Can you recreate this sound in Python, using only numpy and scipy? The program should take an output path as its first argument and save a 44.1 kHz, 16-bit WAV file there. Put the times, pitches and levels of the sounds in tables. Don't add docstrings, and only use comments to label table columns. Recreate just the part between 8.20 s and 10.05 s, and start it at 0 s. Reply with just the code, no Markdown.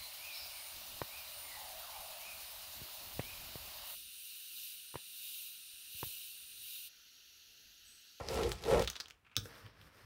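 import sys
import numpy as np
from scipy import signal
from scipy.fft import rfft, irfft
from scipy.io import wavfile
from scipy.ndimage import uniform_filter1d

SR = 44100
rng = np.random.default_rng(int(sys.argv[2]) if len(sys.argv) > 2 else 0)


def generate_wav(sig):
    pcm = np.round(np.clip(np.atleast_2d(sig).T, -1, 1) * 32767).astype(np.int16)
    wavfile.write(sys.argv[1], SR, pcm)


N = 81585
TIME = np.arange(N) / SR
BUMPS_PER_S, BUMP_SPREAD_DB = 1800, 2
# (frequency [Hz], gain [dB])
TABLE_RUMBLE = [(20, -42), (32, -24), (44, -8.5), (60, 3), (80, -8.5), (100, -9.5), (135, -13.5),
                (200, -16.5), (500, -67.5), (16000, -100)]


def amp(db):
    return 10 ** (np.asarray(db) / 20)


def unit_rms(x):
    return x / np.sqrt(np.mean(x ** 2) + 1e-20)


def steady(x, samples=2200):
    power = uniform_filter1d(uniform_filter1d(x ** 2, samples), samples // 2)
    return x / np.sqrt(power + 1e-9)


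def at_hz(points, hz):
    points_hz, values = np.transpose(points)
    return np.interp(np.log(hz + 1), np.log(points_hz), values)


def envelope(rows, column):
    rows = np.array(rows)
    return amp(np.interp(TIME, rows[:, 0], rows[:, column]))


def add(mix, start_s, sound):
    part = mix[max(round(start_s * SR), 0):][:len(sound)]
    part += sound[:len(part)]


def colour(x, spectrum, hump_hz=4000, hump_db=0, treble_db=0):
    hz = np.fft.rfftfreq(8192, 1 / SR)
    octaves = np.log2((hz + 1) / hump_hz)
    db = at_hz(spectrum, hz) + hump_db * np.exp(-.5 * (octaves / .25) ** 2)
    db += at_hz([(5000, 0.038), (12000, treble_db)], hz)
    cepstrum = irfft(np.log(amp(db)))
    cepstrum[1:len(hz) - 1] *= 2
    taps = irfft(np.exp(rfft(cepstrum[:len(hz)], len(cepstrum))))
    return signal.fftconvolve(x, taps / np.linalg.norm(taps))[:len(x)]


def grains(per_s, spread_db):
    size = amp(spread_db * np.minimum(rng.exponential(1, N), 4))
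    return unit_rms(size * rng.choice([-1, 1], N) * (rng.random(N) < per_s / SR))


def burst(decay_s, rise_s=0.0004):
    t = TIME[:6000]
    fade = np.exp(-t / decay_s)
    phase = np.angle(rfft(rng.standard_normal(len(t)) * fade))
    slips = irfft(np.exp(1j * phase)) * np.sqrt(fade) * np.minimum(t / rise_s, 1)
    return slips * np.linalg.norm(fade) / np.linalg.norm(slips)


def ring(modes):
    t = TIME[:SR // 2]
    return sum(amp(db - 60 * t / t60_s) * np.sin(2 * np.pi * hz * t) for hz, db, t60_s in modes)


def bumped_mode(hz, width_hz):
    t = TIME[:SR // 3]
    soft_onset = 1 - np.exp(-t * hz)
    mode = soft_onset * np.exp(-np.pi * width_hz * t) * np.sin(2 * np.pi * hz * t)
    bumps = grains(BUMPS_PER_S, BUMP_SPREAD_DB)
    return steady(signal.fftconvolve(bumps, mode)[:N], samples=3000)


def room_tone():
    # (frequency [Hz], gain [dB])
    spectrum = [(20, -12.5), (75, 0), (170, -12), (500, -22), (2500, -21), (5000, -34), (16000, -37)]
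    return amp(-73.5) * colour(rng.standard_normal(N), spectrum)


def room_reflections(x):
    # (frequency [Hz], t60 [s])
    t60_s = [(100, .33), (700, 0.7), (2000, 0.25), (5000, 0.21), (15000, 0.22)]
    t = TIME[:SR // 2]
    hz, frame_s, bands = signal.stft(rng.standard_normal(len(t)), SR, nperseg=256)
    bands *= amp(-60 * frame_s / at_hz(t60_s, hz)[:, None])
    tail = signal.istft(bands, SR, nperseg=256)[1][:len(t)] * np.minimum(t / 0.023, 1)
    early = rng.standard_normal(len(t)) * (rng.random(len(t)) < .1)
    early *= np.exp(-t / 0.012) * (t > .002)
    response = amp(-12.5) * tail / np.linalg.norm(tail) + amp(-9) * early / np.linalg.norm(early)
    return signal.fftconvolve(x, response)[:N]


def rustles():
    # (time [s], level [dB], decay [s])
    events = [(1.047, -66, 0.019), (1.065, -61, 0.014), (1.096, -65.5, 0.0085), (1.114, -62, 0.028)]
    # (frequency [Hz], gain [dB])
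    spectrum = [(100, -14), (800, -12.5), (1300, -1), (1900, -7), (2500, 2), (3500, -12.5), (6000, -26.5),
                (16000, -41)]
    out = np.zeros(N)
    for start_s, db, decay_s in events:
        add(out, start_s, amp(db) * colour(burst(decay_s), spectrum))
    return out


def roller_in_paint():
    # (time [s], tack [dB], fizz [dB], plate hum [dB], deep rumble [dB])
    strokes = [(1.25, -69, -58, -47, -70), (1.312, -58.5, -70, -79, -69), (1.398, -62, -67.5, -73, -71),
               (1.45, -64, -75.5, -48.5, -62), (1.462, -60.5, -73, -52, -71), (1.524, -69, -88, -73, -68),
               (1.622, -66.5, -74, -60, -61), (1.672, -66, -71.5, -80, -60.5),
               (1.706, -70.5, -81, -69, -80), (1.74, -69, -75, -78, -77), (1.766, -65.5, -71.5, -65.5, -71),
               (1.79, -64.5, -72, -73, -82), (1.85, -65, -73.5, -59, -65)]
    # (frequency [Hz], gain [dB])
    tack_spectrum = [(60, -16), (220, 2), (350, -0.5), (480, 3), (750, -3), (1350, 2.5), (1800, 0.5),
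                     (2400, -3), (4200, -9.5), (5400, -7.5), (7000, -30), (16000, -32)]
    # (frequency [Hz], gain [dB])
    fizz_spectrum = [(100, -49), (2500, -4), (5500, 2.5), (7500, -4.5), (8800, 0.5), (11000, -2.5),
                     (14500, 0.5), (16000, -9)]
    # (frequency [Hz], gain [dB])
    hum_spectrum = [(20, -51), (60, -23), (80, -22), (100, 17), (140, -2.5), (180, -7), (500, -35),
                    (16000, -100)]
    start_s, rise_s, threads_per_s, spread_db = 1.21, 0.053, 5700, 2.5
    tack = amp(2) * colour(grains(threads_per_s, spread_db), tack_spectrum) * envelope(strokes, 1)
    fizz = amp(0.5) * colour(grains(threads_per_s, spread_db), fizz_spectrum) * envelope(strokes, 2)
    hum = amp(-3) * steady(colour(rng.standard_normal(N), hum_spectrum)) * envelope(strokes, 3)
    rumble = amp(-2.5) * steady(colour(rng.standard_normal(N), TABLE_RUMBLE)) * envelope(strokes, 4)
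    return np.clip((TIME - start_s) / rise_s, 0, 1) * (tack + fizz + hum + rumble)


def paint_ticks():
    # (time [s], level [dB], hump centre [Hz], decay [s])
    ticks = [(1.354, -54.5, 3530, 0.0035), (1.4636, -50.5, 3000, 0.0011), (1.614, -51, 3000, 0.0015)]
    # (frequency [Hz], gain [dB])
    spectrum = [(100, -5), (1200, 5), (4500, 5), (7000, -13.5), (16000, -1)]
    out = np.zeros(N)
    for start_s, db, hump_hz, decay_s in ticks:
        add(out, start_s, amp(db) * colour(burst(decay_s), spectrum, hump_hz, hump_db=8))
    return out


def plate_taps():
    # (time [s], click [dB], thump [dB], knock [dB], hump centre [Hz], hump [dB], treble [dB])
    taps = [(1.1551, -49, -86, -81, 2600, 23, -15), (1.1658, -20, -33.5, -68, 4020, 6, 0),
            (1.1746, -39, -44.5, -47, 5000, -6, 7), (1.2561, -43, -53, -44.5, 1590, 20, 0)]
    # (frequency [Hz], gain [dB])
    click_spectrum = [(100, -16), (500, -22), (950, -14.5), (1350, -4.5), (2300, -7), (3100, -4.5),
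                      (3700, 2.5), (4600, -3), (5400, -0.5), (6100, 3), (7300, -7.5), (13500, -15),
                      (15200, -5), (16500, -3.5)]
    # (frequency [Hz], gain [dB], t60 [s])
    plate_modes = [(1280, -4, 0.051), (1500, -7, 0.061), (1640, -5.5, 0.12), (2594, -4.5, 0.072),
                   (3350, -8, 0.082), (3550, -4, 0.069), (3910, -4, 0.042), (4040, 0, 0.056),
                   (3980, -3, 0.076), (4150, -1, 0.063), (4620, -17, .1), (4580, -18, 0.1),
                   (5380, -1, 0.082), (5380, 4, 0.089), (6080, 2, 0.058), (6270, -3, 0.062)]
    # (frequency [Hz], gain [dB], t60 [s])
    table_modes = [(56, -8.5, 0.19), (108.7, -2.5, 0.17), (123.5, -7, 0.25), (162, -13.5, 0.21),
                   (216, -19, 0.27), (287, -6, .13)]
    # (frequency [Hz], gain [dB], t60 [s])
    roller_modes = [(445, -11, .06), (480, -4, 0.087), (554, -13, 0.05)]
    plate, knock = amp(-23) * ring(plate_modes), ring(roller_modes)
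    thump = ring(table_modes) * np.minimum(TIME[:SR // 2] / 0.014, 1)
    out = np.zeros(N)
    for start_s, click_db, thump_db, knock_db, hump_hz, hump_db, treble_db in taps:
        click = colour(burst(decay_s=0.0017), click_spectrum, hump_hz, hump_db, treble_db)
        add(out, start_s, amp(click_db) * click)
        add(out, start_s, amp(click_db) * plate + amp(thump_db) * thump + amp(knock_db) * knock)
    return out


def paper_snaps():
    # (time [s], relative level [dB], hump centre [Hz], hump [dB], treble [dB], decay [s])
    snaps = [(.0855, -31.5, 4900, 13, -4.5, .003), (0.111, -41, 5400, 1, 8, .002),
             (.144, -36, 5600, 13, 10, .002), (0.2327, -35, 3700, 6, -8, 0.0059),
             (.293, -35, 9100, 9, 2, 0.0014), (0.3174, -30.5, 3980, 4, -2, 0.0029),
             (0.325, -37, 7900, 19, 14, 0.00083), (0.4373, -39, 3920, 8, -4, .005),
             (0.452, -44, 3500, 7, -5, .003), (0.5944, -33, 5050, 4, 0, 0.0037),
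             (.617, -37, 3900, 8, -4, 0.0017), (.622, -32, 3000, 11, 3.5, 0.0034),
             (.639, -38, 4600, 11, 1, 0.0026), (0.6455, -39, 3340, 5, 2, 0.0045),
             (.675, -30, 3620, 12, 0.5, 0.0048), (0.6786, -33, 3460, 10, -5, 0.0038),
             (0.7, -26.5, 5940, 12.5, 15, 0.001), (.702, -38.5, 3340, 4, -8, 0.0027),
             (0.7304, -46.5, 3560, 11, -18, 0.0051), (.755, -42, 3540, 7.5, -11, 0.0091),
             (0.763, -41, 3530, 11, -11, 0.005), (.765, -43, 3040, -4, -7, .003),
             (0.8006, -33.5, 4720, 12, -2.5, 0.0043), (0.8066, -34.5, 4630, 10.5, -2.5, 0.0027),
             (0.858, -44, 3400, 13, -6, 0.0019), (0.8826, -48.5, 6000, 1, -2, 0.0037),
             (0.9006, -50, 1974, 0, -1.5, 0.0029), (0.9079, -40, 2700, 10.5, -6, 0.0012)]
    # (frequency [Hz], gain [dB])
    spectrum = [(60, -17.5), (400, -8), (850, -11), (1300, -1.5), (2300, -3.5), (4000, -4.5), (6500, -5.5),
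                (8000, -10.5), (13000, -17.5), (15500, -11)]
    out = np.zeros(N)
    for start_s, db, hump_hz, hump_db, treble_db, decay_s in snaps:
        add(out, start_s, amp(db) * colour(burst(decay_s), spectrum, hump_hz, hump_db, treble_db))
    return amp(-1.5) * out


def paper_crackle():
    # (time [s], level [dB])
    strength = [(0, -58), (.06, -57), (.095, -47.5), (.13, -44.5), (.2, -45), (.26, -47), (.32, -48.5),
                (.36, -61.5), (.41, -57.5), (.46, -47.5), (.52, -43), (.58, -45), (.63, -45.5), (.665, -69),
                (.73, -70), (.8, -54)]
    # (hump centre [Hz], gain [dB], treble [dB], effort exponent)
    creases = [(2600, -6.5, 9, .9), (3330, -9, -3.5, 3.3), (5170, -5.5, -10.5, 0.35), (8700, -14.5, 4, 2.1)]
    # (frequency [Hz], gain [dB])
    spectrum = [(100, -28), (1000, -9.5), (2300, 2.5), (3500, 0), (5200, -1), (8000, -5), (12000, -9.5),
                (16000, -22)]
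    pops_per_s, reference_db = 9000, -47.5
    effort = envelope(strength, 1) / amp(reference_db)
    out = np.zeros(N)
    for hump_hz, db, treble_db, exponent in creases:
        pops = grains(pops_per_s / len(creases), spread_db=3.5)
        out += amp(db) * effort ** exponent * colour(pops, spectrum, hump_hz, 5, treble_db)
    return amp(-50) * out


def drumming():
    # (frequency [Hz], width [Hz], gain [dB])
    modes = [(155.3, 6.3, -11), (215, 14, -13), (359.5, 8.9, -0.5), (401.4, 41, 2), (458.4, 45, 8.5),
             (534.6, 37.4, 4), (588, 40, -2)]
    # (time [s], centre [Hz])
    centre_path = [(0, 550), (.1, 580), (.17, 466), (.24, 407), (.31, 356), (.42, 372), (.48, 480),
                   (.54, 520), (.6, 538), (.68, 486)]
    boost_db, boost_octaves = 12, .27
    centre_hz = np.interp(TIME, *np.transpose(centre_path))
    out = np.zeros(N)
    for hz, width_hz, db in modes:
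        nearness = np.exp(-.5 * (np.log2(hz / centre_hz) / boost_octaves) ** 2)
        out += amp(db + boost_db * nearness) * bumped_mode(hz, width_hz)
    return amp(-3) * steady(out, samples=1000)


def sheet_scuff():
    # (frequency [Hz], width [Hz], gain [dB])
    modes = [(703, 13, 6), (737, 6.3, -1.5), (798, 54, 3), (840, 5.5, -0.5), (963, 26, -9), (1051, 72, 0.5),
             (1195, 9.7, -16), (1327, 24, 4), (1862, 18, -3.5), (1843, 18, -8.5)]
    # (frequency [Hz], gain [dB])
    scuff_spectrum = [(30, -42), (130, -1.5), (280, 0.5), (480, -4), (650, -3.5), (850, 2.5), (1150, -5.5),
                      (1550, -13), (2100, -10.5), (3200, -23), (6000, -36), (16000, -67.5)]
    ringing = unit_rms(sum(amp(db) * bumped_mode(hz, width_hz) for hz, width_hz, db in modes))
    scuff = steady(colour(grains(per_s=4600, spread_db=3), scuff_spectrum))
    return amp(-4.5) * ringing + amp(-2) * scuff


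def roller_on_paper():
    # (time [s], drumming [dB], scuffing [dB], table rumble [dB])
    strokes = [(0, -40.5, -43, -38), (.03, -52.5, -52.5, -60), (.075, -51, -54.5, -50),
               (.1, -37.5, -47, -53), (.155, -39, -44, -40.5), (.195, -33, -38.5, -47),
               (.235, -34, -45, -43), (.26, -29.5, -47.5, -37.5), (.295, -41, -48.5, -43.5),
               (.33, -50, -54.5, -46), (.39, -66, -66, -57), (.43, -52, -55.5, -52.5),
               (.48, -31.5, -41, -45.5), (.535, -23, -35, -35.5), (.58, -29, -37, -38.5),
               (.615, -29, -38.5, -40), (.645, -44.5, -54, -44), (.675, -59, -67, -47.5),
               (.73, -78, -65, -59), (.8, -84, -89, -97)]
    bumps = grains(BUMPS_PER_S, BUMP_SPREAD_DB)
    drum = drumming() * envelope(strokes, 1)
    sheet = sheet_scuff() * envelope(strokes, 2)
    rumble = steady(colour(bumps, TABLE_RUMBLE), samples=1400) * envelope(strokes, 3)
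    contact = amp(np.interp(TIME, [.66, .8, .95], [0, -8, -40]))
    return contact * (drum + sheet + rumble + paper_crackle())


def scene():
    hits = paper_snaps() + rustles() + plate_taps() + paint_ticks()
    return (room_tone() + roller_on_paper() + roller_in_paint() + hits + room_reflections(hits))[None]


def record(dry):
    low_hz, high_hz = 40, 15850
    low_cut = signal.butter(8, low_hz, "high", fs=SR, output="sos")
    band_limit = signal.firwin(255, high_hz, window=("kaiser", 9), fs=SR)
    return signal.oaconvolve(signal.sosfilt(low_cut, dry), band_limit[None], "same")


dry = scene()
out = record(dry)
generate_wav(out)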